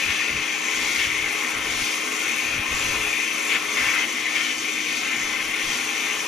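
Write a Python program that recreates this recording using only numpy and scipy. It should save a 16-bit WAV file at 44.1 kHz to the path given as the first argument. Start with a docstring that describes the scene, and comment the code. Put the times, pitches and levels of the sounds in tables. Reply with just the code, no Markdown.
"""Inside a steel blasting cabinet, a blast gun strips rust from a perforated steel dome.
The two-port microphone is close enough for deflected air to buffet it; the dust extractor hums behind.
The nozzle hisses and the grit comes in slugs; air and grit roar on the steel and flare on its holes and rim.
Sources are noise, grain ticks and sines; all but the two sines take the colour of the box's resonances."""
import sys
import numpy as np
from scipy import signal
from scipy.fft import rfft, irfft, next_fast_len
from scipy.io import wavfile
from scipy.ndimage import uniform_filter1d, map_coordinates

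SR = 44100
rng = np.random.default_rng(int(sys.argv[2]) if len(sys.argv) > 2 else 0)


def dump_mix(stems):
    """Bounce the given channels to the path in sys.argv[1] as a 16-bit WAV at rate SR."""
    frames = np.atleast_2d(stems).T  # one column per channel
    limited = np.clip(frames, -1, 1)  # hard clip at full scale
    pcm = np.round(limited * 32767).astype(np.int16)
    wavfile.write(sys.argv[1], SR, pcm)


N = 276595

# Tabled levels, lifts and spectra are relative: each function adds its own trim or scaling.


def amp(db):
    """Decibels to gain."""
    return 10 ** (np.asarray(db) / 20)


def unit(x):
    """Scale to rms 1."""
    return x / np.sqrt(np.mean(x ** 2) + 1e-20)


def along(points, hz):
    """Read (frequency [Hz], value) points on a log frequency axis."""
    f, v = np.transpose(points)
    return np.interp(np.log(hz + 1), np.log(f + 1), v)


def curves(rows):
    """One value per sample for each column after the time [s]."""
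    s, *cols = np.transpose(rows)
    t = np.arange(N) / SR
    return [np.interp(t, s, c) for c in cols]


def wobble(rate):
    """A smooth random curve with the given number of knots a second."""
    knots = rng.standard_normal(int(N * rate / SR) + 4)
    return map_coordinates(knots, [np.arange(N) * rate / SR])


def swell(middle, length, rise, fall):
    """A smooth rise, hold and fall [s], length taken at half height; a short one peaks below 1."""
    t = np.arange(N) / SR - middle
    inside = np.minimum((length / 2 + t) / rise, (length / 2 - t) / fall)
    return .5 + .5 * np.sin(np.pi * np.clip(inside, -.5, .5))


def filtered(x, response):
    """Filter x by a complex response of frequency."""
    size = next_fast_len(N + SR // 2)
    hz = np.fft.rfftfreq(size, 1 / SR)
    return irfft(rfft(x, size) * response(hz), size)[..., :N]


def turbulence(patchy_db=1.86):
    """Two unrelated noises whose shared colour drifts in patches as the moving gun shifts the reflections."""
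    z = signal.stft(rng.standard_normal((2, N)), nperseg=1024)[2]
    field = rng.standard_normal(z.shape[1:])
    field = uniform_filter1d(field, size=4, axis=0)  # across frequency
    field = uniform_filter1d(field, size=12, axis=1)  # across time
    return signal.istft(z * amp(patchy_db * unit(field)), nperseg=1024)[1][:, :N]


def grainy(grains_per_s, grain_db):
    """Turbulence peppered with the ticks of single grains, at random moments."""
    struck = rng.random(N) < grains_per_s / SR
    ticks = unit(turbulence() * struck)
    return turbulence() + amp(grain_db) * ticks


def ringing(pitch_hz, width_hz):
    """Narrow stereo noise of rms 1, carried to a pitch given for every sample."""
    narrow = filtered(turbulence(), lambda hz: 1 / (1 + (2 * hz / width_hz) ** 4))
    carrier = np.sin(2 * np.pi * np.cumsum(pitch_hz) / SR)
    return unit(narrow * carrier)


# Resonances and nulls of the box and the part: (frequency [Hz], width [Hz], lift [dB])
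MODES_BOX = [(230, 30, 2.3), (256, 18, 6.5), (283, 20, -2.6), (310, 24, -2.5), (339, 16, 3.5),
             (385, 36, -1), (424, 26, 4), (545, 20, 3.3), (728, 26, 3), (819, 44, 5.5), (905, 40, -3.5),
             (962, 26, 4.5), (1040, 48, 5.8), (1130, 70, 4.3), (1196, 18, -3.5), (1220, 16, 4),
             (1309, 32, 6.3), (1415, 18, 7.3), (1476, 16, 2), (1567, 22, 6.3), (1762, 34, 5), (1835, 60, 3),
             (1940, 24, -2.3), (2040, 44, 2.3), (2133, 34, 2.3), (2235, 60, 2.5), (2315, 36, -2),
             (2380, 56, 2), (2480, 90, 2.2), (2574, 30, -2.3), (2623, 40, 2.8), (2715, 80, 3.5),
             (2820, 44, -2.5), (2885, 40, 1.8), (3020, 100, 1.3), (3175, 30, -1.5), (3236, 24, 3.8),
             (3282, 30, 3.5), (3355, 30, 2.3), (3460, 50, 1.5), (3590, 54, 4), (5150, 200, -1.8),
             (5380, 150, 2), (5850, 130, 1.3), (6200, 110, 1.6), (7100, 240, 1.2)]


def cabinet(hz, resonance=1.47):
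    """Gain of the steel box: strong resonances and nulls over a fine random ripple of weak ones."""
    lift = sum(db / (1 + (2 * (hz - centre) / width) ** 2) for centre, width, db in MODES_BOX)
    ripple = map_coordinates(rng.standard_normal(size=4096), [hz / 16], mode="mirror")  # a knot every 16 Hz
    depth_db = along([(400, .3), (1000, .7), (1700, 1), (2200, 1.3), (3300, 1.2), (6000, 1.9)], hz)
    return amp(resonance * lift + depth_db * ripple)


# Likeness of the two microphone ports: (frequency [Hz], correlation [0-1])
ALIKE = [(100, .98), (330, .93), (450, .78), (650, .15), (880, .2), (1040, .68), (1170, .47), (1400, .8),
         (1800, .75), (2200, .93), (3100, .8), (4200, .62), (5100, .57), (6000, .9), (6900, .72),
         (8200, .98), (9900, .65), (11000, .88), (13500, .88), (15000, .99)]
# Balance of the ports: (frequency [Hz], left minus right [dB])
BALANCE_DB = [(230, 0), (310, 4.5), (700, 3), (830, 6), (1030, 1.5), (1550, 1), (1800, 5), (2400, 8.5),
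              (3300, 7), (4000, 4.5), (5000, 5), (6200, 2.5), (7800, 0)]
# Phase between the ports: (frequency [Hz], lead of the left [rad])
LEAD = [(300, 0), (1200, -.3), (2000, 0), (2600, .4), (3500, .5), (4000, 0), (4850, 1.05), (5800, 0),
        (6700, -.95), (7400, -2.1), (8000, -3), (8600, -3.3), (9700, -4.6), (10600, -6.2), (12600, -6.4),
        (14200, -9.4)]


def heard(pair, spectrum):
    """A noise pair coloured by source and box, as the two ports get it; their mean has rms 1."""
    def colour(hz):
        turn = np.arccos(np.clip(along(ALIKE, hz), 0, 1)) / 2
        shares = np.array([np.cos(turn), np.sin(turn)])  # what the ports share, and what parts them
        return amp(along(spectrum, hz)) * cabinet(hz) * shares

    def ports(hz):
        half = amp(along(BALANCE_DB, hz) / 2) * np.exp(1j * along(LEAD, hz) / 2)
        return np.array([half, 1 / half])

    common, apart = filtered(pair, colour)
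    both = filtered(np.array([common + apart, common - apart]), ports)
    return both / np.std(both.mean(axis=0))


# Jet crossing a hole or an edge: (middle [s], length [s], flare [dB], note pitch [Hz],
# note level [dB], level of the roar from the hollow [dB])
HOLES = [(1.028, 0.071, 2, 3050, -35.5, -33), (3.535, 0.079, 7.5, 3660, -31.5, -30),
         (3.842, 0.17, 2.5, 3400, -34.5, -26.5), (3.989, .11, 4, 3420, -42, -29.5),
         (4.394, 0.098, 2.5, 3210, -32.5, -32), (4.489, .08, 2, 3090, -36, -38),
         (4.82, 0.097, -0.5, 3070, -42, -50), (5.101, 0.15, .5, 2950, -42, -33)]
HOLE_RISE_S, HOLE_FALL_S = 0.045, 0.038


def flare():
    """Change in dB as the jet cuts across a hole or an edge; it builds, then stops a little faster."""
    return sum(flare_db * swell(s, length, HOLE_RISE_S, HOLE_FALL_S) for s, length, flare_db, *_ in HOLES)


# Slugs of grit: (middle [s], length [s], surge [dB], dip before it [dB])
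SLUGS = [(.1, .3, 2.5, 0), (.89, .3, 5.8, 2), (1.82, .21, 7, 3), (2.87, .22, 5, 4.5), (3.83, .19, 4, 1.5),
         (4.44, .12, 4.8, .5), (4.96, .12, 5.5, .3), (5.72, .15, 5, 1)]
CHOKE_LEAD_S, CHOKE_S, SLUG_RISE_S, SLUG_FALL_S = .12, .12, .27, .19


def feed():
    """Grit flow in dB about its steady rate: a slug chokes the hose, then builds slowly and ends faster."""
    flow_db = np.zeros(N)
    for s, length, surge_db, dip_db in SLUGS:
        choke_s = s - length / 2 - CHOKE_LEAD_S
        flow_db -= dip_db * swell(choke_s, CHOKE_S, SLUG_FALL_S, SLUG_FALL_S)
        flow_db += surge_db * swell(s, length, SLUG_RISE_S, SLUG_FALL_S)
    return flow_db


# Spectrum of the extractor's rush: (frequency [Hz], level [dB])
DUCT = [(20, -47), (60, -15), (110, -4), (150, -9), (180, -2), (220, 1.5), (300, 2.5), (350, 4),
        (500, -6.5), (750, -5.5), (1500, -56)]
# Hum of the extractor: (time [s], pitch [Hz], level [dB])
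HUM = [(0, 310.3, -44), (.9, 311.2, -44.5), (2.3, 311.3, -43.5), (2.75, 313.7, -44.3), (3.55, 310, -43),
       (3.83, 306.5, -45), (4.0, 309, -41.5), (4.13, 313, -45.5), (4.3, 310.3, -44), (4.9, 308, -41),
       (5.02, 305.5, -46), (5.3, 308.5, -43), (5.55, 312.3, -45.5), (6.27, 310.3, -44.5)]


def extractor(duct_db=-43.5, hum_trim_db=-1.54, drift=0.0025, pan_db=2):
    """The dust extractor: a low rush and one hum near 310 Hz, its sine wavered as if blurred by noise around it."""
    hum_hz, hum_db = curves(HUM)
    phase = 2 * np.pi * np.cumsum(hum_hz * (1 + drift * wobble(6))) / SR
    hum = amp(hum_db + hum_trim_db) * unit(np.sin(phase))
    rush = amp(duct_db) * heard(turbulence(patchy_db=1.0), DUCT)
    return rush + hum * amp(np.array([[pan_db], [-pan_db]]))


# Spectrum of air striking the microphone: (frequency [Hz], level [dB])
BUFFET = [(12, 5), (30, -12), (58, 4.5), (110, 2.5), (170, -3), (300, -18), (800, -61)]
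# Puffs of deflected air at the microphone: (middle [s], length [s], level [dB])
PUFFS = [(0.1, .07, -38), (0.36, 0.12, -42.3), (.83, 0.17, -54), (1.002, 0.084, -48), (1.17, 0.23, -46),
         (1.632, 0.17, -43.5), (1.8, .13, -49), (2.48, .05, -44), (2.58, 0.087, -43), (2.755, 0.12, -41),
         (2.923, 0.15, -42), (3.06, 0.11, -46), (3.86, 0.08, -42.5), (5.28, 0.17, -52), (5.47, .13, -51),
         (5.7, .13, -48)]
PUFF_RISE_S, PUFF_FALL_S, DRAUGHT_DB = 0.07, 0.11, -78


def buffeting(level_db=0.0, lumps_db=-2.3):
    """Air thrown back by the part reaches the microphone in low, lumpy puffs over a faint draught."""
    puffs = sum(amp(db) * swell(s, length, PUFF_RISE_S, PUFF_FALL_S) for s, length, db in PUFFS)
    draught = amp(DRAUGHT_DB) + puffs
    return draught * amp(level_db + lumps_db * wobble(45)) * heard(turbulence(patchy_db=.6), BUFFET)


# The box's hollow resonance: (time [s], level [dB])
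DRONE = [(0, -48), (.36, -44), (.5, -47), (.9, -46), (1.02, -55), (1.35, -39.5), (1.46, -60), (1.65, -49),
         (2.2, -43), (2.6, -60), (2.82, -42), (3.12, -42), (3.28, -56), (3.74, -39.5), (4.05, -57.5),
         (4.3, -56.5), (4.42, -48), (5.12, -58), (5.65, -51), (6.27, -49)]
DRONE_HZ = 420


def drone(level_db=-4.0, wander_hz=4, wander_rate=18, pan_db=2):
    """Moving air keeps one hollow resonance of the box sounding: a sine, unsteady in pitch."""
    drone_db, = curves(DRONE)
    phase = 2 * np.pi * np.cumsum(DRONE_HZ + wander_hz * wobble(wander_rate)) / SR
    return amp(drone_db + level_db) * unit(np.sin(phase)) * amp(np.array([[pan_db], [-pan_db]]))


# Air whirling in the box: (time [s], level [dB])
SWIRL = [(0, -38), (.3, -35.5), (.42, -38.5), (.85, -36), (1.05, -38), (1.45, -34.5), (1.85, -36),
         (2.15, -35), (2.45, -36.5), (2.95, -33.5), (3.28, -39), (3.45, -36), (3.9, -35.5), (4.15, -38),
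         (4.4, -37), (4.6, -41), (4.82, -39.5), (5.1, -38), (5.8, -36.5), (6.27, -35.5)]
# Spectrum of the whirling air: (frequency [Hz], level [dB])
WHIRL = [(200, -43), (450, -2), (650, -5.5), (900, -5.5), (1100, -1.5), (1600, -4), (2000, -4.5),
         (3200, -57)]


def swirl(level_db=0, flare_share=0.32, eddy_db=0.2, eddy_rate=10):
    """Spent air whirls round the box and stirs its hollow resonances, more so when the jet flares."""
    swirl_db, = curves(SWIRL)
    air_db = swirl_db + level_db + flare_share * flare() + eddy_db * wobble(eddy_rate)
    return amp(air_db) * heard(turbulence(patchy_db=1.24), WHIRL)


# Thin squeals of the nozzle: (middle [s], length [s], pitch [Hz], level [dB])
SQUEALS = [(.76, .2, 6980, -44), (2.787, 0.12, 7050, -36), (2.96, .13, 7230, -45),
           (3.496, 0.17, 7130, -37.5), (4.462, 0.15, 7250, -48), (4.73, 0.07, 7320, -40),
           (5.231, 0.24, 7000, -40)]
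SQUEAL_EDGE_S = 0.063


def squeals(width_hz=280, level_db=-5):
    """Now and then the nozzle's hiss narrows to a thin, airy squeal: narrow noise of gliding pitch."""
    pitch_hz, = curves([(s, hz) for s, _, hz, _ in SQUEALS])
    strength = sum(amp(db + level_db) * swell(s, length, SQUEAL_EDGE_S, SQUEAL_EDGE_S)
                   for s, length, _, db in SQUEALS)
    return strength * heard(ringing(pitch_hz, width_hz), NOZZLE)


# Spectrum of the fine spray: (frequency [Hz], level [dB])
SPRAY = [(6800, -30), (7800, -6), (8300, -4), (8700, -1), (9150, 0), (9800, -6.5), (10300, -10),
         (11000, -8.5), (12000, -12), (13100, -11.5), (14400, -15), (15500, -9)]
# Treble of the spray: (time [s], level [dB])
TREBLE = [(0, -47), (.42, -50), (.7, -47), (.9, -45), (1.1, -47.5), (1.45, -44), (1.6, -47.5), (1.86, -44),
          (2.1, -44.5), (2.46, -44.5), (2.62, -46.5), (2.88, -43), (3.3, -46.5), (3.45, -42.5),
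          (3.6, -46.5), (3.82, -43), (4.25, -49), (4.75, -48), (5.5, -47), (5.77, -45), (6.27, -46)]


def spray(level_db=0.0, flutter_db=1.5, flutter_rate=110, grains_per_s=10000, grain_db=-5):
    """The finest grit and dust sizzle above the hiss, as fluttering grainy noise."""
    treble_db, = curves(TREBLE)
    sizzle_db = treble_db + level_db + flutter_db * wobble(flutter_rate)
    return amp(sizzle_db) * heard(grainy(grains_per_s, grain_db), SPRAY)


# Spectrum of the hollow under the dome: (frequency [Hz], level [dB])
CAVITY = [(700, -25), (1200, -9), (1850, -1.5), (2250, 3), (2700, -3), (3600, -34)]


def cavity(level_db=-1, grains_per_s=2000, grain_db=-3):
    """Through a hole the jet blows into the hollow under the dome, which roars lower and coarser."""
    strength = sum(amp(db + level_db) * swell(s, length, HOLE_RISE_S, HOLE_FALL_S)
                   for s, length, *_, db in HOLES)
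    return strength * heard(grainy(grains_per_s, grain_db), CAVITY)


# Colour of the notes from holes and edges: (frequency [Hz], level [dB])
EDGE = [(1500, 4), (2100, -1.5), (3000, 9), (3700, -11)]


def holes(width_hz=440, level_db=-2):
    """Each hole or edge that the jet crosses sounds a brief, airy note of its own."""
    notes = 0
    for s, length, _, hz, db, _ in HOLES:
        strength = amp(db + level_db) * swell(s, length, HOLE_RISE_S, HOLE_FALL_S)
        notes = notes + strength * ringing(np.full(N, hz), width_hz)
    return np.std(notes) * heard(notes, EDGE)  # colouring keeps the overall level


# Spectrum of the rasp, also of the impact's ring: (frequency [Hz], level [dB])
RASP = [(900, -30), (1500, -8), (1900, -3.5), (2500, -4), (3000, 7.5), (3550, 3.5), (3900, 0),
        (4800, -12.5), (9000, -37)]


def edges(level_db=-35.0, jet_share=0.43, flare_share=1.0, feed_share=0.27, sputter_db=0.4, sputter_rate=120):
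    """A broad, sputtering rasp follows the roar and the grit feed, and flares on holes and the rim."""
    roar_db, = curves(JET)
    rasp_db = level_db + jet_share * (roar_db - roar_db.mean())
    rasp_db = rasp_db + flare_share * flare() + feed_share * feed()
    return amp(rasp_db + sputter_db * wobble(sputter_rate)) * heard(turbulence(), RASP)


# Spectrum of the grit: (frequency [Hz], level [dB])
GRIT = [(2000, -30), (3300, -8), (4100, 0), (5000, 0), (6200, -4), (7300, -3.5), (8300, -7.5), (9200, -6.5),
        (10200, -17), (15500, -21)]
# Spectrum of the nozzle's air, also of its squeals: (frequency [Hz], level [dB])
NOZZLE = [(4000, -30), (5200, -12), (5800, -2.7), (6250, 0), (6800, -6.5), (7150, -4), (7700, -8),
          (8400, -13), (9100, -14), (10200, -25), (15500, -34)]
# The nozzle's hiss: (time [s], level [dB])
HISS = [(0, -33.5), (.3, -37), (.55, -34.5), (.76, -32.5), (1.15, -34.5), (1.4, -33), (1.6, -35.7),
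        (1.92, -33), (2.42, -32.5), (2.63, -38), (2.78, -32), (3.1, -32.5), (3.33, -35), (3.5, -34.8),
        (3.63, -38.5), (3.8, -32.5), (4.3, -35), (4.6, -34), (4.9, -36), (5.23, -34), (5.48, -36.5),
        (5.78, -32.5), (6.27, -34.5)]


def gun(grit_db=-39, hiss_db=-2.63, grains_per_s=9000, grain_db=-3, grit_flutter_db=0.7,
        air_flutter_db=0.73, uneven_db=0.96, uneven_rate=25, hiss_follows=0.018, flare_share=0.42):
    """Air hisses out with thousands of ticking grains a second; grit follows the feed, air barely does."""
    nozzle_db, = curves(HISS)
    flow_db = feed()
    grains_db = grit_db + flow_db + flare_share * flare() + grit_flutter_db * wobble(60)
    grit = amp(grains_db) * heard(grainy(grains_per_s, grain_db), GRIT)
    air_db = nozzle_db + hiss_db + hiss_follows * flow_db
    air_db = air_db + uneven_db * wobble(uneven_rate) + air_flutter_db * wobble(70)
    return grit + amp(air_db) * heard(turbulence(), NOZZLE)


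# Brief surges of the roar: (middle [s], lift [dB])
SURGES = [(4.04, 3), (4.265, 3), (4.364, 4), (4.652, 4.5), (4.913, 1), (5.05, 0), (5.41, 4), (5.51, 3),
          (5.607, 2.5)]
SURGE_S, SURGE_EDGE_S = 0.013, 0.015


def surges():
    """Decibels by which brief surges lift the roar."""
    return sum(db * swell(s, SURGE_S, SURGE_EDGE_S, SURGE_EDGE_S) for s, db in SURGES)


# Spectrum of the roar on the steel: (frequency [Hz], level [dB])
ROAR = [(900, -34.5), (1600, -16), (1800, -6.5), (2100, 0.5), (2450, -2), (2850, -7), (3400, -26),
        (5500, -77)]
# The gap between nozzle and steel tunes the roar: (time [s], pitch [Hz])
GAP = [(0, 2510), (.4, 2480), (.63, 2380), (1.07, 2205), (2.15, 2290), (2.4, 2480), (2.7, 2520),
       (3.25, 2550), (3.45, 2480), (3.67, 2180), (4.02, 2065), (4.23, 2224), (4.9, 2370), (5.5, 2124),
       (5.92, 2485), (6.27, 2302)]
# How squarely the jet meets the dome: (time [s], roar level [dB])
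JET = [(0, -24), (.35, -27), (.46, -27), (.6, -27.5), (.93, -27.5), (1.08, -25), (1.6, -28.5), (2.17, -30),
       (2.29, -25.5), (2.7, -27.5), (2.87, -25.5), (2.95, -27.5), (3.22, -26), (3.34, -28.5), (3.46, -28.5),
       (3.64, -29), (3.88, -27.5), (4.15, -29), (4.3, -27), (4.4, -28.5), (4.5, -30), (4.58, -31.5),
       (4.7, -29), (4.93, -26.5), (5.0, -30), (5.12, -28), (5.27, -28.5), (5.5, -28), (5.72, -28.5),
       (6.11, -26), (6.18, -30), (6.27, -29)]


def impact(level_db=-2.5, focus_db=-6.0, focus_width_hz=640, ring_db=-10.0, ring_width_hz=380,
           flutter_db=-0.2, flutter_rate=90, sway_db=0.2, sway_rate=16, coarse_per_s=2200, coarse_db=-5):
    """The jet breaks up on the steel; the gap under the nozzle focuses its swaying, fluttering roar and rings."""
    roar_db, = curves(JET)
    gap_hz, = curves(GAP)
    roar = amp(level_db) * heard(grainy(coarse_per_s, coarse_db), ROAR)
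    focus = amp(focus_db) * heard(ringing(gap_hz, focus_width_hz), ROAR)
    ring = amp(ring_db) * heard(ringing(gap_hz, ring_width_hz), RASP)
    sway = sway_db * wobble(sway_rate)  # with the hand
    flutter = flutter_db * wobble(flutter_rate)  # with coarse grit
    return amp(roar_db + flare() + surges() + sway + flutter) * (roar + focus + ring)


def scene():
    """Everything sounds at once inside the cabinet."""
    background = extractor() + buffeting() + drone() + swirl()
    blast = squeals() + spray() + cavity() + holes() + edges() + gun() + impact()
    return background + blast


TOP_HZ = 15730


def record(dry):
    """The microphone's signal is cut off sharply above the band limit."""
    return filtered(dry, lambda hz: hz < TOP_HZ)


dry = scene()
out = record(dry)
dump_mix(out)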